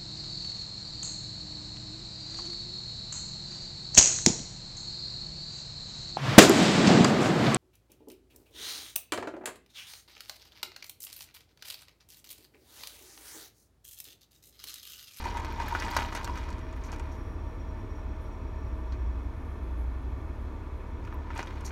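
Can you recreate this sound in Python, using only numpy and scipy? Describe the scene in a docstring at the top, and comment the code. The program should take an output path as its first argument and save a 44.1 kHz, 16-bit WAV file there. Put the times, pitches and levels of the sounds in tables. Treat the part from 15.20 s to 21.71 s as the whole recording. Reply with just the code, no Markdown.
"""Inside a parked car the engine idles and the air conditioning blows. In the first two seconds someone
lifts and swirls an iced drink in a plastic cup: the liquid sloshes and plops, the ice shuffles and knocks
on the wall, and the lid and straw tick under the fingers. While the cup is held still, a low drone swells
twice, near 3.7 s and 4.6 s; between the swells the machinery settles and a faint whistle fades.
Near 6 s the cup is lowered, and the ice knocks again."""
import sys
import numpy as np
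from scipy import signal
from scipy.fft import rfft, irfft, next_fast_len
from scipy.io import wavfile
from scipy.ndimage import uniform_filter1d, map_coordinates

SR = 44100
rng = np.random.default_rng(int(sys.argv[2]) if len(sys.argv) > 2 else 0)


def file_out(sig):
    """Save sig as 16-bit WAV at sys.argv[1]."""
    # one column per channel
    cols = np.atleast_2d(sig).T
    # limit, then scale
    lim = np.clip(cols, -1, 1)
    pcm = np.round(lim * 32767).astype(np.int16)
    wavfile.write(sys.argv[1], SR, pcm)


N = 287091
TIME = np.arange(N) / SR

# ice striking the wall: (time [s], peak level [dB], relative crack level [dB], pitch [Hz], thud gain [dB])
ICE_KNOCKS = [(.041, -43.5, -2, 1540, 3), (.054, -39, -7, 2370, -7), (.069, -36, -17, 1710, 8),
              (0.079, -37, -26, 597, 6), (.172, -34.5, -8, 1720, 0), (.2, -43, -9, 2000, 0),
              (.247, -31.5, -12.5, 2510, 8), (0.401, -31.5, -17, 2000, -7), (0.482, -31.5, -25, 1680, -5),
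              (.524, -32, -14, 1090, -3), (0.5504, -20.5, -23, 1530, -3), (.6, -42, 4, 3700, 0),
              (.623, -26, -19, 1970, 5), (0.7659, -17.5, -12, 1100, 4), (0.7689, -23, -7, 1700, -2),
              (0.7885, -23, -28, 1310, -3), (0.7916, -33, -28, 1400, -9), (0.821, -27.5, -17, 2520, -7),
              (.849, -30, -22, 1200, -7), (0.925, -32.5, -15, 1000, -4), (0.9504, -28.5, -10, 1240, -6),
              (.964, -39, -9, 2400, 6), (.974, -31.5, -13, 1670, -10), (.995, -34, -23, 1450, -5),
              (1.013, -38, -25, 1140, -2), (1.045, -32.5, -5, 3000, 4), (1.076, -32, -14, 1110, -7),
              (1.098, -42, -15, 980, -2), (1.156, -37.5, -13, 1420, -2), (1.175, -35.5, -12, 1100, 5),
              (1.29, -36.5, -14, 1010, 0), (1.729, -35.5, -15, 800, 0), (1.735, -41, -18, 1400, 11),
              (1.798, -39.5, -19, 1680, -5), (5.85, -45.5, -14, 2400, 4), (5.875, -42, -23, 1370, 0),
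              (5.926, -36.5, -27, 1200, 3), (6.105, -35, -31, 1330, -6), (6.161, -40, -16, 2400, 3),
              (6.177, -38, -7, 1210, 0), (6.1924, -26.5, -19, 2010, 6), (6.204, -35, -18, 1800, 7),
              (6.229, -37, -17, 1510, 6), (6.272, -41, -15, 2000, -2)]
# modes of the filled cup: (frequency [Hz], bandwidth [Hz], gain [dB])
CUP_MODES = [(913, 69, 7), (1176, 28, 2.5), (1447, 22, 12.5), (1668, 11, 9.5), (1959, 30, 7.5),
             (2330, 34, 8.5), (2520, 13, 12.5), (2730, 25, 10), (4400, 37, 6), (4707, 27, 7.5),
             (5610, 210, 8.5), (6250, 80, 7), (6380, 130, 7), (11600, 300, 8.5)]
# force spectra of the ice's contacts: (frequency [Hz], relative spectral level [dB])
KNOCK_SPECTRUM = [(120, -21), (290, 3), (560, -2), (800, 0.5), (1000, 3.5), (1450, -3), (2000, -4),
                  (3200, -11), (6000, -40.5), (15000, -65)]
CRACK_SPECTRUM = [(1500, -14), (3000, -4.5), (3900, 4.5), (4700, 4.5), (7000, -1.5), (8300, -7),
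                  (12000, -10.5), (15500, -17)]
JOSTLE_SPECTRUM = [(200, -10), (400, -20), (700, -12.5), (900, -12.5), (1120, -4), (2350, -7.5),
                   (2800, -13), (4500, -21), (9000, -46.5)]
SCRAPE_SPECTRUM = [(1500, -25), (3000, 11.5), (3900, 8.5), (4700, 1.5), (7000, -3), (8300, -10.5),
                   (12000, -12.5), (15500, -16)]
RUB_SPECTRUM = [(300, -16), (700, -13.5), (1200, -0.5), (1900, -2.5), (2500, -2), (3200, -9), (6000, -17),
                (12000, -36)]
# jostling of the ice as the cup is lifted, then lowered: (time [s], level [dB])
LIFTING = [(0, -45), (.35, -49), (.5, -44.5), (.7, -43.5), (.8, -39.5), (.9, -48), (.99, -45), (1.04, -49),
           (1.17, -48.5), (1.27, -51), (1.45, -59.5), (1.68, -54.5), (1.78, -53.5), (2.1, -69)]
LOWERING = [(5.75, -74), (5.9, -63), (6.03, -69), (6.13, -54), (6.19, -52), (6.25, -52.5), (6.38, -53.5),
            (6.51, -55.5)]
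# a cube drags along the wall: (time [s], level [dB], hold [s])
ICE_RUBS = [(.17, -47, .012), (.40, -43.5, 0.021), (0.485, -43, .01), (0.557, -44, .012),
            (.624, -42, 0.016), (0.95, -42.5, 0.023), (1.166, -48.5, 0.022), (1.724, -54, 0.014),
            (3.72, -54, 0.013), (5.865, -65, 0.012), (6.103, -57, .012), (6.163, -47.5, .008),
            (6.19, -40, .008)]

# the drink slops against the wall: (time [s], level [dB])
SLOPS = [(.05, -41), (.16, -41), (.28, -50), (.405, -43.5), (.54, -48), (.65, -39.5), (.77, -50),
         (.975, -47), (1.085, -49.5), (1.81, -50), (5.94, -49.5)]
# resonances of the air above the drink: (frequency [Hz], bandwidth [Hz], relative level [dB])
CAVITY_MODES = [(905, 170, 0), (975, 220, -5), (320, 220, -7)]
# air pockets ringing in the drink: (time [s], peak level [dB], pitch [Hz])
BUBBLES = [(.056, -30.5, 906), (.149, -30.5, 920), (.169, -31, 910), (.193, -34, 945), (.400, -27, 910),
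           (.442, -33.5, 920), (.510, -32, 910), (.524, -27.5, 930), (1.094, -36, 990), (6.161, -38, 895),
           (6.178, -39, 855)]
# lid and straw ticking: (time [s], peak level [dB], frequency [Hz], bandwidth [Hz])
LID_TICKS = [(0.172, -51, 7000, 3500), (.25, -63, 12000, 5000), (.325, -54, 12500, 4000),
             (0.484, -42, 12400, 3000), (.600, -45, 5200, 2400), (0.653, -45, 6800, 3500),
             (.704, -49, 7500, 4500), (.709, -44, 14000, 4000), (.7675, -36, 4740, 900),
             (.83, -55, 6500, 3000), (0.9505, -41, 9700, 4500), (.963, -42, 6950, 3500),
             (1.045, -40, 7000, 3800), (1.186, -51, 5970, 3500), (1.304, -47.5, 4970, 5000),
             (1.329, -47, 4000, 3500), (1.383, -54, 4500, 4000), (1.528, -53.5, 6460, 2500),
             (1.569, -62, 14000, 4000), (1.638, -47, 6300, 1500), (1.719, -43, 5630, 3000),
             (1.797, -46.5, 6000, 4500), (3.722, -52, 4240, 700), (3.725, -56, 6000, 1500),
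             (5.842, -61, 5030, 2200), (5.942, -54, 13300, 3000), (6.152, -55, 8900, 5000),
             (6.1775, -44, 7000, 5000), (6.229, -43, 5770, 2000), (6.273, -45.5, 3340, 600),
             (6.355, -68, 10000, 4000), (6.492, -56, 7000, 4000)]
# the straw slides in the lid: (time [s], level [dB], hold [s])
STRAW_SLIDES = [(1.647, -58, 0.02), (1.724, -58, .012), (1.92, -66, 0.032), (6.453, -45, 0.014)]
# resonances of the rubbing straw: (frequency [Hz], bandwidth [Hz], relative level [dB])
STRAW_MODES = [(5900, 2000, 4.5), (4580, 1400, -3), (8500, 1700, -5.5), (11100, 2900, -6)]

# overtones of the engine's firing: (harmonic number, level [dB])
FIRING_HARMONICS = [(2, -41), (3, -54.5), (9, -62.5)]
# rumble of the car body: (frequency [Hz], relative spectral level [dB])
RUMBLE_SPECTRUM = [(15, -28.5), (28, -22), (45, 2), (58, 14), (78, 4.5), (95, 9), (112, -3.5), (135, -18),
                   (220, -55.5)]
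# swells of the low drone: (peak time [s], hold [s], level [dB])
DRONE_SWELLS = [(3.495, 0.13, -37.5), (3.737, 0.27, -32), (4.573, 0.1, -31), (4.866, 0.06, -35.5),
                (6.394, 0.068, -46)]
# air from the vents: (frequency [Hz], relative spectral level [dB])
VENT_SPECTRUM = [(100, -1), (190, -2), (270, 2.5), (350, -0.5), (520, -8), (740, -12.5), (1150, -10.5),
                 (1500, -18.5), (2500, -25.5), (2850, -29.5), (4500, -37), (6700, -39), (7900, -45),
                 (15500, -56)]
# duct resonances: (frequency [Hz], bandwidth [Hz], gain [dB])
DUCT_MODES = [(921, 24, 9), (994, 48, 5.5), (1150, 47, 5), (1450, 76, 3.5), (1774, 36, 10),
              (2230, 120, 6.5), (2565, 120, 7.5), (3310, 93, 7), (3494, 62, 6.5), (4050, 200, 5),
              (6360, 420, 1)]
# the blower's hum, a faint whistle, a thin hiss: (frequency [Hz], bandwidth [Hz], relative level [dB])
HUM_BANDS = [(445.5, 21, -8.5)]
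WHISTLE_BANDS = [(5634, 87, 0.5)]
HISS_BANDS = [(9680, 500, -3), (11640, 1600, -1.5)]
# envelopes of the whistle and the hiss: (time [s], level [dB])
WHISTLE_ENVELOPE = [(0, -66), (1.4, -73.5), (2.2, -74.5), (3.0, -76), (3.85, -76.5), (4.15, -82),
                    (4.8, -88), (6.5, -82)]
HISS_ENVELOPE = [(0, -84), (2, -83), (2.8, -91), (3.9, -87), (4.2, -81), (4.45, -80), (4.7, -81),
                 (5.2, -82), (5.6, -85), (6, -89)]
# small swells in the hiss: (time [s], level [dB])
HISS_SURGES = [(2.08, -85), (2.31, -83), (2.58, -83), (2.76, -88), (3.02, -78), (3.56, -84), (3.99, -82)]
# bands cancelled by close reflections in the cabin: (frequency [Hz], bandwidth [Hz], gain [dB])
CABIN_NOTCHES = [(1108, 47, -5), (2675, 150, -7), (10560, 310, -3)]


def knocking_ice():
    """Impact excitation: a cube's thud, pitched knock and brittle crack ring the modes of the cup."""
    out = np.zeros(N)
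    for s, db, crack_db, hz, thud_db in ICE_KNOCKS:
        wall_mode, cube_mode = (400, 320, thud_db), (hz, 300, 8)
        knock = colour(contact(t60=0.033, chatter=0.1), KNOCK_SPECTRUM)
        knock = body(knock, [wall_mode, cube_mode])
        add(out, s, db, body(knock, CUP_MODES))
        crack = colour(contact(t60=0.033, chatter=0.24), CRACK_SPECTRUM)
        add(out, s, db + crack_db, body(crack, CUP_MODES))
    return out


def swirling_ice():
    """Random collisions: jostling and scraping cubes excite the cup's modes weakly; small chips tinkle."""
    light_modes = [(hz, width, 0.48 * db) for hz, width, db in CUP_MODES]
    bumps = colour(grains(per_s=450, spread_db=-0.5, clump_db=2.0), JOSTLE_SPECTRUM)
    jostle = rms_one(body(bumps, light_modes))
    slips = colour(grains(per_s=1800, spread_db=4.0, clump_db=2.5), SCRAPE_SPECTRUM)
    scrape = rms_one(body(slips, light_modes))
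    chip_hz = np.geomspace(4400, 14500, 20)
    touches = grains(per_s=900, spread_db=3.0, clump_db=0.5)
    struck = rng.integers(len(chip_hz), size=N)
    tinkle = sum(resonance(touches * (struck == k), hz, width_hz=350) for k, hz in enumerate(chip_hz))
    chips = rms_one(colour(tinkle, SCRAPE_SPECTRUM))
    motion, ordinary_swirl = stirring(), from_db(-46.5)
    # scraping grows faster with the motion than jostling does
    scraping = from_db(-12) * ordinary_swirl * (motion / ordinary_swirl) ** 1.57
    return motion * jostle + scraping * (scrape + chips)


def dragging_ice():
    """Stick-slip friction: a cube drags along the wall in short, rough runs of slips."""
    level = sum(from_db(db) * swell(s, rise_s=0.0034, hold_s=hold, t60=0.11) for s, db, hold in ICE_RUBS)
    slips = grains(per_s=2100, spread_db=-1.0, clump_db=1.0)
    return level * rms_one(colour(slips, RUB_SPECTRUM))


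def sloshing_drink():
    """Cavity resonance: the air above the lapping drink rings hollow, its pitch swaying with the surface."""
    slops = sum(from_db(db) * swell(s, rise_s=0.0088, hold_s=0.015, t60=0.76) for s, db in SLOPS)
    lapping = from_db(-0.5) * stirring()
    swaying_index = np.cumsum(1 + 0.035 * drift(7.11))
    hollow = map_coordinates(narrow_noise(CAVITY_MODES), [swaying_index], mode="mirror")
    return np.hypot(slops, lapping) * rms_one(hollow)


def plopping_drink(rise_s=0.0033, t60=0.017, glide_per_s=4.7):
    """Bubble resonance: a trapped air pocket rings briefly, with a soft start and a rising pitch."""
    out, t = np.zeros(N), TIME[:SR // 10]
    envelope = (1 - np.exp(-t / rise_s)) ** 2 * from_db(-60 * t / t60)
    for s, db, hz in BUBBLES:
        add(out, s, db, envelope * tone(hz * (1 + glide_per_s * t)))
    return out


def ticking_lid():
    """Impulse response of thin plastic: the lid snaps under the fingers, each tick at its own pitch."""
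    # fainter ticks come at random while the cup moves
    impulses = grains(per_s=78, spread_db=6.0, clump_db=3.5)
    snaps = signal.fftconvolve(impulses, contact(t60=0.016, chatter=0.14))[:N]
    out = from_db(-19.5) * stirring() * rms_one(band(snaps, hz=5200, width_hz=6200))
    for s, db, hz, width_hz in LID_TICKS:
        add(out, s, db, band(contact(t60=0.053, chatter=0.05), hz, width_hz))
    return out


def sliding_straw():
    """Stick-slip friction: the straw slides through the lid and drives broad resonances of the plastic."""
    level = sum(from_db(db) * swell(s, rise_s=0.0077, hold_s=hold, t60=0.11)
                for s, db, hold in STRAW_SLIDES)
    slips = grains(per_s=5000, spread_db=-4.0, clump_db=2.0)
    rubbing = sum(from_db(db) * rms_one(band(slips, hz, width)) for hz, width, db in STRAW_MODES)
    return level * rms_one(rubbing)


def engine(firing_hz=35.63):
    """Periodic forcing: the firing gives a fundamental and unsteady harmonics over the body's rumble."""
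    level_db = -41 - 2 * settled()
    phase = 2 * np.pi * firing_hz * TIME + 0.13 * drift(6.1)
    tones = from_db(level_db) * np.sin(phase)
    for k, db in FIRING_HARMONICS:
        tones += from_db(db + 0.59 * drift(14.0)) * np.sin(k * phase + rng.uniform(0, 2 * np.pi))
    # the body shakes less when the engine runs lighter
    rumble_db = -41 + 1.2 * (level_db - level_db.mean())
    rumble = rms_one(colour(rng.standard_normal(N), RUMBLE_SPECTRUM))
    return np.sqrt(2) * tones + from_db(rumble_db) * rumble


def drone(hz=60.1):
    """Beating: a near-pure low tone swells and interferes with the engine's second harmonic."""
    swells = [from_db(db) * swell(s, rise_s=0.18, hold_s=hold, t60=0.84) for s, hold, db in DRONE_SWELLS]
    return np.max(swells, axis=0) * tone(hz + 0.5 * drift(1.9))


def air_conditioning():
    """Duct resonance colours the flow noise; the blower adds its blade-passing tone and a low hum."""
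    flow = colour(rng.standard_normal(N), VENT_SPECTRUM)
    air = rms_one(body(flow, DUCT_MODES))
    blade_hz = 637.5 + 5 * settled() + 3.62 * drift(14.45)
    blades = from_db(-3.5 + 1.5 * drift(10)) * tone(blade_hz)
    blower = from_db(-54.5 - 5.5 * settled()) * (blades + narrow_noise(HUM_BANDS))
    return from_db(-45) * air + blower


def whistle_and_hiss():
    """Amplitude-modulated noise bands: a faint whistle gives way to a high hiss in small swells."""
    whistle = from_db(in_time(WHISTLE_ENVELOPE) + drift(6.8)) * narrow_noise(WHISTLE_BANDS)
    swells = sum(from_db(db) * swell(s, rise_s=0.04, hold_s=0.048, t60=0.2) for s, db in HISS_SURGES)
    hiss_level = np.hypot(from_db(in_time(HISS_ENVELOPE)), swells)
    return whistle + hiss_level * from_db(2.2 * drift(16)) * narrow_noise(HISS_BANDS)


def cabin(x, t60, wet_db):
    """Reverberation: close glass and soft seats give a short, dull wash of reflections."""
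    t = TIME[:SR // 4]
    echoes = rng.standard_normal(len(t)) * from_db(-60 * t / t60) * (t > 0.002)
    echoes = colour(echoes, [(2500, 5.5), (15000, -3)])
    echoes /= np.sqrt(np.sum(echoes ** 2))
    return x + from_db(wet_db) * signal.fftconvolve(x, echoes)[:N]


def stirring():
    """Amplitude envelope of the cup's motion; zero while it is held still."""
    return sum(from_db(in_time(rows)) * (TIME >= rows[0][0]) * (TIME <= rows[-1][0])
               for rows in (LIFTING, LOWERING))


def settled(midpoint_s=4.0, takes_s=0.43):
    """Linear ramp from 0 to 1 as the machinery settles."""
    return np.clip((TIME - midpoint_s) / takes_s + 0.5, 0, 1)


def swell(at_s, rise_s, hold_s, t60):
    """Envelope that rises to 1 at the given time, holds, then decays exponentially."""
    attack = np.clip(1 + (TIME - at_s) / rise_s, 0, 1)
    return attack * from_db(-60 * np.clip((TIME - at_s - hold_s) / t60, 0, 2))


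def contact(t60, chatter):
    """Contact force: a sharp impulse followed by dying micro-contacts."""
    t = TIME[:SR // 4]
    force = chatter * rng.standard_normal(len(t)) * from_db(-60 * t / t60)
    force[0] += 1
    return force


def grains(per_s, spread_db, clump_db):
    """Poisson process: small collisions of uneven size, louder and softer in clumps."""
    sizes = from_db(spread_db * np.minimum(rng.exponential(1, N), 4)) * rng.choice([-1, 1], N)
    return sizes * (rng.random(N) < per_s / SR) * from_db(clump_db * drift(31))


def resonance(x, hz, width_hz):
    """Damped oscillator with unit gain at its peak."""
    r = np.exp(-np.pi * width_hz / SR)
    feedback = [1, -2 * r * np.cos(2 * np.pi * hz / SR), r * r]
    return signal.lfilter(np.array([1, 0, -1]) * (1 - r * r) / 2, feedback, x + 1e-18)


def band(x, hz, width_hz):
    """Two equal resonances in cascade pass one band with steeper skirts."""
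    return resonance(resonance(x, hz, width_hz), hz, width_hz)


def body(x, modes):
    """Modal superposition: each mode lifts its own band, or cuts it if the gain is negative."""
    return x + sum((from_db(db) - 1) * resonance(x, hz, width) for hz, width, db in modes)


def colour(x, spectrum):
    """Minimum-phase filter with the given spectrum."""
    size = next_fast_len(len(x) + SR // 4, real=True) // 2 * 2
    hz, db = np.transpose(spectrum)
    bin_hz = np.arange(size // 2 + 1) * SR / size
    gain = from_db(np.interp(np.log(bin_hz + 1), np.log(hz), db))
    cepstrum = irfft(np.log(gain))
    # folding the cepstrum onto positive time makes the filter causal
    cepstrum[1:size // 2] *= 2
    cepstrum[size // 2 + 1:] = 0
    return irfft(rfft(x, size) * np.exp(rfft(cepstrum)))[:len(x)]


def narrow_noise(bands):
    """Band-limited noise: an independent source in each band."""
    return sum(from_db(db) * rms_one(band(rng.standard_normal(N), hz, width)) for hz, width, db in bands)


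def tone(hz):
    """Sinusoid of unit RMS whose phase is the integral of its frequency."""
    return np.sqrt(2) * np.sin(2 * np.pi * np.cumsum(hz) / SR)


def drift(rate_hz):
    """Low-pass noise: a slow random fluctuation of unit RMS."""
    step, run_in = 40, 2000
    r = np.exp(-2 * np.pi * rate_hz * step / SR)
    noise = rng.standard_normal(N // step + run_in + 2)
    slow = signal.lfilter([1], [1, -2 * r, r * r], noise)[run_in:]
    return np.interp(np.arange(N) / step, np.arange(len(slow)), rms_one(slow))


def add(track, s, db, sound):
    """Superpose a sound so that its loudest two milliseconds have the given level."""
    at = round(s * SR)
    top = np.sqrt(uniform_filter1d(sound ** 2, SR // 500).max())
    track[at:at + len(sound)] += (from_db(db) * sound / top)[:N - at]


def in_time(rows):
    """Linear interpolation of a curve at every sample."""
    return np.interp(TIME, *np.transpose(rows))


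def from_db(db):
    """Amplitude ratio of a level in decibels."""
    return 10 ** (np.asarray(db) / 20)


def rms_one(x):
    """Normalisation to unit RMS."""
    return x / np.sqrt(np.mean(x ** 2) + 1e-20)


def scene():
    """Superposition of the nearby cup and the car, notched by destructive interference in the cabin."""
    cup = sloshing_drink() + plopping_drink() + swirling_ice() + dragging_ice() + knocking_ice()
    cup += ticking_lid() + sliding_straw()
    car = engine() + drone() + air_conditioning() + whistle_and_hiss()
    return body(cabin(cup, t60=0.04, wet_db=-13) + car, CABIN_NOTCHES)[None]


def record(dry):
    """Band limiting: a steep elliptic low-pass removes the highest treble."""
    cutoff_hz = 15900
    return signal.sosfilt(signal.ellip(12, 0.1, 80, cutoff_hz, fs=SR, output="sos"), dry)


dry = scene()
out = record(dry)
file_out(out)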